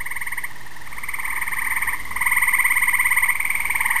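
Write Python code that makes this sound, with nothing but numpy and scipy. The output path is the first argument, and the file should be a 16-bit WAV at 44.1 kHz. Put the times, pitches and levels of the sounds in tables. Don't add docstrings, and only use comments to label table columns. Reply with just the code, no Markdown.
import sys
import numpy as np
from scipy import signal
from scipy.fft import rfft, irfft, next_fast_len
from scipy.io import wavfile
from scipy.ndimage import map_coordinates

SR = 44100
rng = np.random.default_rng(int(sys.argv[2]) if len(sys.argv) > 2 else 0)


def store_pcm(level_fs):
    pcm = np.round(np.clip(level_fs, -1, 1) * 32767).astype(np.int16)
    wavfile.write(sys.argv[1], SR, np.atleast_2d(pcm).T)


N = 176400

# mid_pulse_s, relative_level_db
NEAR_PULSES = [(2.114, -24), (2.166, -17), (2.217, -14), (2.268, -11.5), (2.322, -12), (2.373, -11.5),
               (2.428, -11.5), (2.483, -11.5), (2.541, -11), (2.597, -11), (2.655, -11), (2.712, -11.5),
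               (2.77, -12), (2.828, -11.5), (2.885, -11.5), (2.943, -11.5), (3.001, -11.5), (3.059, -11.5),
               (3.118, -11.5), (3.176, -11), (3.235, -11.5), (3.294, -12)]
# delay_ms, level_db
PLANK_ECHOES = [(6.54, -9), (8.77, -15), (15.64, -10), (20.27, -13), (24.51, -13), (28.22, -10.5)]


def near_frog():
    call = trill(NEAR_PULSES, pitch_hz=2047.6, glide=0.1, bend=0.14, hook=0.085, length_ms=30.8,
                 swell_ms=10.7, peak_ms=0.78, low_db=-12, low_rise_db=-0.5, third_db=-27.5)
    slaps = equalised(reflections(call, PLANK_ECHOES), [(1100, -20), (1800, 0)])
    return placed(call, gain_db=0.5, reverb_db=-9) + slaps


# frequency_hz, gain_db
THROAT_EQ = [(800, -3.5), (1000, -1.5), (1250, 2), (1500, 3), (1800, -1), (2300, 0), (2450, -4),
             (2620, -8.5), (2850, 2.5), (3300, -2), (3700, -6)]
WARM_UP_SHORTER, WARM_UP_PULSES = 0.68, 2.3
WARM_UP_LOW_DB = 15.5
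JITTER, RASP = 0.0036, 0.047
CEILING, SHUT_STEEPNESS = 1.288, 44


def trill(pulses, pitch_hz, glide, bend, length_ms, swell_ms, low_db, third_db,
          hook=0, peak_ms=1, low_rise_db=0, warm=0):
    out = np.zeros(N + SR)
    size = SR // 14
    ms = (np.arange(size) - size // 2) * 1000 / SR
    for k, (mid_pulse_s, level_db) in enumerate(pulses):
        stretch = 1 - (1 - warm) * WARM_UP_SHORTER * np.exp(-k / WARM_UP_PULSES)
        position = np.clip(2 * ms / (length_ms * stretch), -2, 2)
        sweep = 1 + glide * position + hook * position ** 2 + bend * position ** 3
        hz = pitch_hz * (1 + JITTER * rng.normal()) * sweep
        larynx_open = 1 / (1 + (hz / (pitch_hz * CEILING)) ** SHUT_STEEPNESS)
        phase = np.pi * np.cumsum(hz) / SR + 2 * np.pi * rng.random()
        envelope = larynx_open * np.exp(-position ** 4) * (1 + RASP * wobble(888, size))
        swell = 1 / (1 + ((ms / stretch - peak_ms) / swell_ms) ** 2)
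        low_gain = amp(low_db + low_rise_db * position + WARM_UP_LOW_DB * (1 - stretch))
        fundamental = swell ** 0.18 * low_gain * np.sin(phase)
        second = swell * np.sin(2 * phase)
        third = np.sqrt(swell) * amp(third_db) * np.sin(3 * phase)
        voice = fundamental + second + third
        out[round(mid_pulse_s * SR):][:size] += amp(level_db) * envelope * voice
    return equalised(out[size // 2:][:N], THROAT_EQ)


# mid_pulse_s, relative_level_db
OPENING_PULSES = [(0.01, -20.5), (0.065, -20.5), (0.115, -19.5), (0.166, -19), (0.218, -18.5), (0.273, -19),
                  (0.326, -19.0), (0.382, -18), (0.444, -18.5)]
FAR_PULSES = [(0.513, -32.5), (0.562, -33.5), (0.613, -34), (0.667, -32), (0.717, -33.5), (0.767, -31.8),
              (0.818, -31.5), (0.866, -33), (0.92, -32.5), (0.972, -31.5)]
HIGH_PULSES = [(0.875, -28.5), (0.929, -26), (0.985, -23.5), (1.039, -21), (1.091, -19), (1.143, -18.5),
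               (1.199, -20.0), (1.254, -18), (1.306, -18), (1.364, -18.1), (1.421, -16.5), (1.479, -18.5),
               (1.535, -18), (1.591, -16.5), (1.649, -18.5), (1.71, -16.5), (1.766, -15), (1.825, -14.5),
               (1.892, -16.5)]
LOW_PULSES = [(1.187, -26.5), (1.234, -25), (1.281, -21), (1.329, -20), (1.378, -20), (1.429, -21),
              (1.476, -22.5), (1.524, -19), (1.572, -19), (1.621, -18), (1.671, -17), (1.723, -18),
              (1.773, -17), (1.826, -19), (1.878, -16), (1.935, -17.5)]
QUICK_PULSES = [(3.26, -14.5), (3.307, -15), (3.357, -14), (3.405, -10.5), (3.454, -11), (3.505, -10),
                (3.554, -11), (3.605, -12), (3.655, -11), (3.707, -10.5), (3.758, -11.5), (3.81, -12),
                (3.862, -17), (3.914, -14.5), (3.968, -14.0)]
LATE_PULSES = [(3.603, -25.5), (3.651, -23.5), (3.703, -23), (3.757, -18), (3.81, -14.5), (3.859, -12),
               (3.911, -12), (3.964, -12)]
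CLOSING_PULSES = [(3.841, -31), (3.891, -19), (3.94, -19), (3.988, -17)]
# delay_ms, level_db
OPENING_ECHOES = [(9.07, -12)]
QUICK_ECHOES = [(20.94, -22), (27.0, -17.5)]


def neighbours():
    opening = trill(OPENING_PULSES, pitch_hz=1995, glide=0.22, bend=-0.03, hook=0.00955, length_ms=24,
                    swell_ms=5.2, peak_ms=0.36, low_db=-14, third_db=-26.5, warm=1)
    far = trill(FAR_PULSES, pitch_hz=1856, glide=0.21, bend=0.0098, length_ms=39,
                swell_ms=4.7, peak_ms=0.4, low_db=-8, third_db=-38, warm=0.94)
    high = trill(HIGH_PULSES, pitch_hz=2102, glide=0.22, bend=0.05, hook=0.044, length_ms=29,
                 swell_ms=5.86, peak_ms=0.23, low_db=-15.5, low_rise_db=1, third_db=-25.5)
    low = trill(LOW_PULSES, pitch_hz=1906, glide=0.2, bend=0.04, hook=0.03985, length_ms=30,
                swell_ms=4.65, peak_ms=0.37, low_db=-12, low_rise_db=5, third_db=-35)
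    quick = trill(QUICK_PULSES, pitch_hz=2171, glide=0.23, bend=0.092, hook=0.06, length_ms=23,
                  swell_ms=4.35, peak_ms=0.32, low_db=-21, low_rise_db=-8, third_db=-27)
    late = trill(LATE_PULSES, pitch_hz=1953, glide=0.18, bend=0.061, hook=0.03016, length_ms=31.9,
                 swell_ms=6, peak_ms=0.31, low_db=-9.5, low_rise_db=0.5, third_db=-23)
    closing = trill(CLOSING_PULSES, pitch_hz=1947, glide=0.193, bend=0.055, length_ms=27.5,
                    swell_ms=3.3, peak_ms=0.4, low_db=-22, third_db=-30)
    return (placed(opening, gain_db=1, reverb_db=-7.5, echoes=OPENING_ECHOES)
            + placed(far, gain_db=1, reverb_db=-6)
            + placed(high, gain_db=0, reverb_db=-4.5)
            + placed(low, gain_db=1.5, reverb_db=-5)
            + placed(quick, gain_db=-1, reverb_db=-4.5, echoes=QUICK_ECHOES)
            + placed(late, gain_db=-1, reverb_db=-7.5)
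            + placed(closing, gain_db=2.5, reverb_db=-1))


def placed(call, gain_db, reverb_db, echoes=()):
    return amp(gain_db) * (call + reflections(call, echoes) + amp(reverb_db) * woodland_reverb(call))


def reflections(call, echoes):
    return filtered(call, lambda hz: sum(amp(db) * np.exp(-2j * np.pi * hz * ms / 1000)
                                         for ms, db in echoes))


def woodland_reverb(call, plants_t60_s=0.17, woods_t60_s=0.37, woods_db=-5):
    t = np.arange(SR // 2) / SR
    fade_in = np.clip(t / 0.005, 0, 1) ** 2
    decay = amp(-60 * t / plants_t60_s) + amp(woods_db - 60 * t / woods_t60_s)
    tail = fade_in * decay * rng.standard_normal(len(t))
    return unit(signal.fftconvolve(call, tail)[:N]) * np.std(call)


# time_s, level_db
CHORUS_FADER = [(0, -46), (.8, -49.5), (2, -35), (4, -35)]


def chorus(frogs=3, pitch_hz=2001, pulses_per_s=18.5):
    wash = np.zeros(N)
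    for lag, spacing, detune in rng.uniform(-1, 1, (frogs, 3)):
        times = np.arange((lag + 1) / 2, N / SR * pulses_per_s, 1 + 0.08 * spacing) / pulses_per_s
        call = trill([(s, 0) for s in times], pitch_hz * (1 + 0.03 * detune), glide=0.18, bend=0.02943,
                     length_ms=30, swell_ms=5.3, low_db=-8.5, low_rise_db=-1, third_db=-21, warm=1)
        wash += woodland_reverb(call)
    return amp(curve(CHORUS_FADER)) * unit(wash)


# pitch_hz, level_db
HUM_TONES = [(118, -56), (314, -63), (625, -68)]
# frequency_hz, gain_db
RUMBLE_EQ = [(15, -7), (30, -9), (45, 5.5), (70, -1.5), (110, -7), (200, -11), (350, -15.5), (700, -25),
             (1500, -29)]
HISS_EQ = [(100, 6), (600, -2.5), (1500, 0), (3000, -1), (5500, -3)]
# time_s, relative_level_db
RUMBLE_FADER = [(0.1, -52), (1.93, -43.5), (2.24, -43), (2.25, -44.5), (3.07, -49), (3.75, -41.5),
                (3.87, -47), (3.9, -48)]
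HISS_FADER = [(0.1, -55.5), (3.24, -53), (3.31, -55), (3.88, -53), (3.9, -52.5)]


def night_bed(hiss_boost_db=8.5):
    t = np.arange(N) / SR
    hum = sum(amp(db) * np.sqrt(2) * np.sin(2 * np.pi * hz * t + 1.1 * wobble(6, N))
              for hz, db in HUM_TONES)
    hiss = unit(filtered(noise(HISS_EQ), lambda hz: hz < SR / HOLD_SAMPLES / 2))
    rumble = amp(curve(RUMBLE_FADER)) * noise(RUMBLE_EQ)
    return rumble + hum + amp(curve(HISS_FADER) + hiss_boost_db) * hiss


def amp(db):
    return 10 ** (np.asarray(db) / 20)


def unit(x):
    return x / np.sqrt(np.mean(x ** 2) + 1e-20)


def curve(points):
    return np.interp(np.arange(N) / SR, *np.transpose(points))


def wobble(rate_hz, size):
    knots = rng.standard_normal(int(size * rate_hz / SR) + 4)
    return map_coordinates(knots, [np.arange(size) * rate_hz / SR])


def filtered(x, response):
    size = next_fast_len(N + SR // 2)
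    return irfft(rfft(x, size) * response(np.fft.rfftfreq(size, 1 / SR)), size)[:N]


def equalised(x, eq):
    points_hz, gains_db = np.transpose(eq)
    return filtered(x, lambda hz: amp(np.interp(np.log(hz + 1), np.log(points_hz + 1), gains_db)))


def noise(eq):
    return unit(equalised(rng.standard_normal(N), eq))


def scene():
    return (near_frog() + neighbours() + chorus() + night_bed())[None]


HOLD_SAMPLES, TOP_HZ, DC_BIAS = 4, 14500, 0.046


def record(dry):
    held = np.repeat(dry[0, ::HOLD_SAMPLES], HOLD_SAMPLES)[:N]
    trimmed = filtered(held, lambda hz: (hz < TOP_HZ) * (abs(hz - SR / HOLD_SAMPLES) > 700))
    return DC_BIAS + trimmed[None]


dry = scene()
out = record(dry)
store_pcm(out)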